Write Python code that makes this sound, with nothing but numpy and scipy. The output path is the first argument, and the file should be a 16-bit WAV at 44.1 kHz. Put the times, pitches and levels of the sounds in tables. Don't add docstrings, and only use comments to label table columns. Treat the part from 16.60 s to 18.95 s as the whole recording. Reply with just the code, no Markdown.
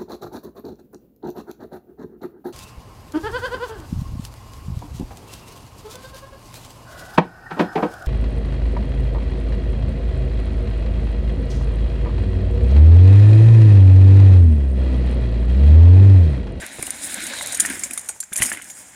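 import sys
import numpy as np
from scipy import signal
from scipy.fft import rfft, irfft
from scipy.io import wavfile
from scipy.ndimage import uniform_filter1d

SR = 44100
rng = np.random.default_rng(int(sys.argv[2]) if len(sys.argv) > 2 else 0)


def ratio(d):
    e = np.asarray(d, float) / 20
    return 10 ** e


def unload_wav(signal):
    wavfile.write(
        sys.argv[1],
        SR,
        np.round(np.clip(np.atleast_2d(signal).T, -1, 1) * 32767).astype(np.int16),
    )


N = 103635


def unit(x):
    return x / np.sqrt(np.mean(x ** 2))


def curve(rows):
    return np.interp(np.arange(N) / SR, *np.array(rows, float).T)


def peak(x, hz, width_hz):
    return signal.lfilter(*signal.iirpeak(hz, hz / width_hz, fs=SR), x)


def peak_twice(x, hz, width_hz):
    return peak(peak(x, hz, width_hz), hz, width_hz)


def walk(rate_hz):
    hold = int(SR / rate_hz)
    steps = np.repeat(rng.standard_normal(N // hold + 1), hold)
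    return 1.01 * uniform_filter1d(uniform_filter1d(steps, hold), hold)[:N]


def grains(per_s, spread_db):
    hit = np.clip((per_s / SR - rng.random(N)) * SR / 200, 0, 1)
    sign = rng.choice([-1., 1.], size=N)
    return hit * sign * ratio(spread_db * np.minimum(rng.exponential(size=N), 4.0))


def ring(hz, db, t60, size, contact_s=0.00016):
    t = np.arange(size)[:, None] / SR
    build = np.sin(np.pi / 2 * np.minimum(t / contact_s, 1)) ** 2
    decay = ratio(-60 * t / np.maximum(t60, .002))
    return (build * ratio(db) * np.sin(2 * np.pi * hz * t) * decay).sum(axis=1)


def add(out, at_s, db, x):
    i = max(int(at_s * SR), 0)
    x = x[:N - i] * ratio(db) / np.abs(x).max()
    out[i:i + len(x)] += x


# f/Hz, level/dB per Hz
YARD_SPECTRUM = [(24, -31), (60, -4), (260, -7), (368, -15.5), (778, -7), (5050, -27), (6980, -4),
                 (15500, -37)]


def yard():
    hz = np.fft.rfftfreq(N, 1 / SR) + 1
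    table_hz, table_db = np.array(YARD_SPECTRUM, float).T
    tilt = ratio(np.interp(np.log(hz), np.log(table_hz), table_db))
    air = irfft(rfft(rng.standard_normal(N)) * tilt, N)
    bugs = peak_twice(rng.standard_normal(N), 6400, 2100)
    return unit(air) * ratio(-49.5 + 7.7 * walk(6.44)) + unit(bugs) * ratio(-64 + 7.5 * walk(59.6))


# f/Hz, width/Hz, level/dB
TYRE_MODES = [(76, 69, -12), (258, 145, -2.5), (637, 494, -0.5), (989, 530, -5.5), (1686, 703, 3.5),
              (2100, 740, 0.5), (2890, 1800, -2.5), (5040, 2600, -9.5)]
# t/s, level/dB
ROLL_LEVEL = [(0, -40.5), (.17, -44), (.3, -44), (.4, -42), (.58, -35), (.9, -40), (1.1, -34.5),
              (1.24, -42), (1.36, -48), (1.45, -54), (1.71, -61.5), (1.74, -47.5), (1.82, -33), (1.87, -39),
              (1.94, -40.5), (2.0, -46.5), (2.12, -53.5), (2.35, -55.5)]
# t/s, level/dB
ROUGHNESS = [(0, -7), (.15, 4.5), (.3, 4), (.55, 0.5), (.9, -3), (1.15, 3.5), (1.35, -1), (1.75, -2),
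             (1.88, 1.5), (2.05, 0.5), (2.35, -1)]


def tyres():
    grit = grains(3150, 2.5)
    bump = walk(29.96)
    body = np.zeros(N)
    for hz, width_hz, db in TYRE_MODES:
        boom = (hz < 400) * curve(ROUGHNESS)
        level_db = db + 1.57 * bump + 2.25 * walk(44.75) + boom
        body += ratio(level_db) * unit(peak_twice(grit, hz, width_hz * 1.235))
    return unit(body) * ratio(curve(ROLL_LEVEL) + 2.5)


# f/Hz, level/dB, t60/s
CHAIN_MODES = [(5170, -4, 0.0078), (6260, -62, 0.13), (6950, -10.5, 0.17), (7230, 2.5, 0.032),
               (7920, -1.5, 0.044), (8515, 0, 0.039), (9200, 4.5, 0.034), (9650, -8, 0.015),
               (9996, -3, 0.055), (10720, -3, 0.03), (11650, -11.5, 0.013), (12800, -9, 0.0043),
               (14570, -2.5, 0.012)]
# t/s, level/dB
SHAKE_LEVEL = [(0, -41), (.16, -40.5), (.5, -34.5), (.9, -37.5), (1.07, -32.5), (1.22, -36), (1.42, -44.5),
               (1.7, -54), (1.76, -39.5), (1.85, -29.5), (1.9, -35), (2.0, -43), (2.14, -46.5),
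               (2.35, -47.5)]


def rattle():
    ticks = unit(grains(4920, 4)) + 0.56 * rng.standard_normal(N)
    ticks = ticks * ratio(3.9 * walk(40.98))
    body = np.zeros(N)
    for k, (hz, db, _) in enumerate(CHAIN_MODES):
        late = np.roll(ticks, k * 53)
        mode = peak(peak(late, hz, hz * 0.078), hz, hz * 0.76)
        body += ratio(db + 0.99 * walk(12.2)) * mode
    dull = signal.lfilter(*signal.butter(2, 11500, fs=SR), body)
    return unit(dull) * ratio(curve(SHAKE_LEVEL))


def brake():
    t = np.arange(N) / SR
    press = np.clip((t - 0.28) / 0.39, 0.19, 1)
    release = np.exp(-np.maximum(t - 0.91, 0) / 0.055)
    hz, width_hz = 3845, 440
    rub = peak(peak(grains(3350, 0.75), hz, width_hz), hz, width_hz * 12.0)
    return unit(rub) * ratio(-37 + 1.3 * walk(29.86)) * press * release


# t/s, peak level/dB, f/Hz
WHEEL_HITS = [(0.002, -32.5, 66.4), (0.034, -25, 326), (0.185, -27, 480), (0.192, -27, 136),
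              (0.193, -22.5, 395), (0.228, -23.5, 317), (0.281, -29, 296), (0.712, -41, 278),
              (1.089, -33, 224), (1.139, -28.5, 231), (1.17, -30, 315), (1.31, -35.5, 300),
              (1.495, -49, 332), (1.718, -32.5, 194), (1.786, -40, 220), (1.803, -18, 106),
              (1.823, -22, 125), (1.86, -34, 258), (1.917, -33, 209)]


def thuds():
    out, size = np.zeros(N), 6000
    t = np.arange(size) / SR
    for at_s, db, hz in WHEEL_HITS:
        t60 = 3.96 / hz
        soil = peak(peak(rng.standard_normal(size), hz * 1.9, hz * 4.6), hz, hz * 6.8)
        scuff = soil * ratio(-60 * t / (0.91 * t60)) * np.minimum(t / 0.0051, 1)
        body = ring(hz * np.array([.4, 1, 1.7]), np.array([-6, 0, -8]), t60, size, contact_s=0.0028)
        add(out, at_s, db, body + ratio(7.5) * scuff)
    return out


def chain(near_hz, focus_db, scatter_db, damp):
    hz, db, t60 = np.repeat(np.array(CHAIN_MODES, float), 5, axis=0).T
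    detune, scatter = rng.standard_normal((2, len(hz)))
    near = focus_db * np.exp(-(np.log2(hz / near_hz) / 0.41) ** 2)
    strength = np.log(np.maximum(np.abs(scatter), .3))
    decay_s = t60 * damp * ratio(scatter_db * scatter)
    return ring(hz * (1 + 0.0258 * detune), db + near + scatter_db * strength, decay_s, size=1800)


# t/s, peak level/dB, centre f/Hz, bounce length/ms
MORE_SLAPS = [
    (0.0647, -13, 10000, 0.28),
    (0.2676, -12.5, 10000, 1.84),
    (0.3055, -7.5, 8700, 1.1),
    (0.5432, -6, 8900, 0.92),
    (1.3326, -14, 10900, 2.9),
    (1.6024, -13, 9500, 4.2),
    (1.7738, -6.5, 9200, 2),
]
# t/s, peak level/dB, centre f/Hz, bounce length/ms
RUN_UP_SLAPS = [(0.2251, -12, 9000, 2.5), (0.532, -18, 8800, 1.3), (0.605, -18.5, 9300, 1.9),
                (0.6384, -17.5, 8800, 2), (0.6667, -14.5, 8500, 4.2), (0.7353, -22, 7200, 2),
                (0.7871, -20, 7190, 1.8), (0.824, -17, 9200, 6.2), (0.861, -10, 9200, .6),
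                (0.8712, -14.5, 9200, 2.1), (0.9213, -14, 8250, 4.4), (0.9304, -17.5, 7200, 2.3),
                (0.9448, -10, 7850, 8.5), (0.9718, -15, 9000, 2.2), (0.9965, -17, 9500, 1.5),
                (0.9988, 2.5, 9800, 4.4), (1.0018, -7, 9550, 4), (1.0025, -2.5, 6800, 2.6),
                (1.0075, -7, 6800, 1.9), (1.0125, -29, 6840, 2.3), (1.017, -14, 10400, 2.5),
                (1.0535, -13, 8250, 1.75), (1.0597, -10, 8350, 2.5), (1.0988, -16, 9500, 2.4),
                (1.1938, -16, 10000, 4)]
# t/s, peak level/dB, centre f/Hz, bounce length/ms
JUMP_SLAPS = [(1.2352, -9, 7700, 8.3), (1.3089, -17, 9350, 2.2), (1.3754, -10.5, 7900, 8.1),
              (1.3934, -18, 8400, 3.2), (1.41, -25, 9200, 3), (1.446, -28, 9200, 1.7),
              (1.458, -28, 9200, 4), (1.478, -29, 9200, 2.8), (1.4872, -12, 8100, 9.4),
              (1.6045, -15.5, 7000, 3.5), (1.628, -24, 5300, 0.58), (1.6354, -24, 7200, 3.6),
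              (1.7278, -22, 8600, 2.3), (1.7323, -11, 10700, 3.1), (1.7587, -16, 7440, 2),
              (1.7642, -6, 9000, 1.76), (1.7792, -12, 9550, 5.9), (1.7875, -18, 9000, 7.1),
              (1.8125, -15, 9000, 4.8), (1.8188, -6, 9300, 11), (1.8275, -3, 8950, 1.7),
              (1.8302, 0, 9900, 1.8), (1.8372, -11, 8900, 5.1), (1.8488, -14.5, 9200, 5),
              (1.856, -11, 9500, 7.2), (1.8635, -12, 9350, 2), (1.8986, -16.5, 9650, 3.8),
              (1.9238, -17.5, 6400, 1.6), (1.9278, -16, 10100, 13), (1.972, -25, 9700, 2.4),
              (2.0193, -26, 9000, 8.2), (2.0416, -25.5, 9100, 5.2), (2.0988, -23.5, 6350, 11)]


def slaps():
    out, size = np.zeros(N), 4000
    t = np.arange(size) / SR
    for at_s, db, hz, ms in list(MORE_SLAPS) + list(RUN_UP_SLAPS) + list(JUMP_SLAPS):
        rise = np.minimum(t / (0.0013 + .06 * ms / 1000) + 0.39, 1)
        bounce = np.exp(-(t * 1000 / max(ms, .2)) ** 0.91)
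        tail = ratio(-26.5) * np.exp(-t / 0.0086)
        hit = np.clip((6.23 * 1000 / SR - rng.random(size)) * 200, 0, 1)
        links = hit * rng.standard_normal(size) * rise * (bounce + tail)
        links[0] = 2.3 * (ms < 2)
        damp = 0.45 * min(ms / 4.1 + 0.36, 1)
        add(out, at_s, db, signal.fftconvolve(links, chain(hz, 15, 3.5, damp)))
    return out


# t/s, peak level/dB, f/Hz
TUBE_KNOCKS = [(0.228, -21, 2360), (0.269, -27, 2820), (0.276, -35, 1940), (0.278, -28.5, 766),
               (0.736, -23.5, 1610), (0.81, -17, 2020), (1.001, -19.5, 1440), (1.004, -18.5, 3330),
               (1.05, -12.5, 1830), (1.088, -24, 1980), (1.235, -23, 2200), (1.309, -23, 2470),
               (1.375, -28.5, 1490), (1.378, -22.5, 2260), (1.49, -28, 2390), (1.492, -26, 1480),
               (1.498, -28, 790), (1.562, -37, 940), (1.631, -31, 1630), (1.723, -28.5, 1480),
               (1.729, -22, 2210), (1.758, -24, 2160), (1.786, -28, 2010), (1.801, -24, 2450),
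               (1.821, -4.5, 2088), (1.836, -19, 2130), (1.85, -20, 1920), (1.86, -29, 1800),
               (1.89, -22.5, 1600), (1.904, -34, 2060), (1.917, -12.5, 1810), (1.926, -29, 1920),
               (1.935, -22, 1950), (1.948, -26, 1830), (1.972, -23.5, 2100), (1.993, -31, 1520),
               (1.998, -28, 1440), (2.015, -31, 2000), (2.1, -32, 2230)]


def knocks():
    out = np.zeros(N)
    t = np.arange(400) / SR
    for at_s, db, hz in TUBE_KNOCKS:
        detune, uneven = rng.standard_normal((2, 5))
        tones_hz = hz * np.array([.52, .82, 1, 1.18, 1.5]) * (1 + 0.048 * detune)
        tones_db = np.array([-14.5, -11.5, 0.5, -12, -8]) + 2 * uneven
        body = ring(tones_hz, tones_db, 0.017, size=2000, contact_s=0.00053)
        touch = rng.standard_normal(400) * np.exp(-t / 0.00017)
        add(out, at_s, db, signal.fftconvolve(touch, body))
    return out


def scene():
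    bike = tyres() + rattle() + brake() + thuds() + slaps() + knocks()
    t = np.arange(SR // 3) / SR
    scatter = rng.standard_normal(len(t)) * ratio(-60 * t / .2) * (t > .004)
    wet = signal.fftconvolve(bike, scatter / np.sqrt(np.sum(scatter ** 2)))[:N]
    return (bike + ratio(-19) * wet + yard())[None]


def roll_off(x):
    return signal.sosfilt(signal.butter(12, 16820, fs=SR, output="sos"), x)


def record(dry):
    x = signal.lfilter(*signal.butter(1, 45, "high", fs=SR), dry)
    x = .8 * np.tanh(x / .8)
    x = signal.sosfilt(signal.ellip(8, .2, 70, 15800, fs=SR, output="sos"), x)
    return roll_off(x)


dry = scene()
out = record(dry)
unload_wav(out)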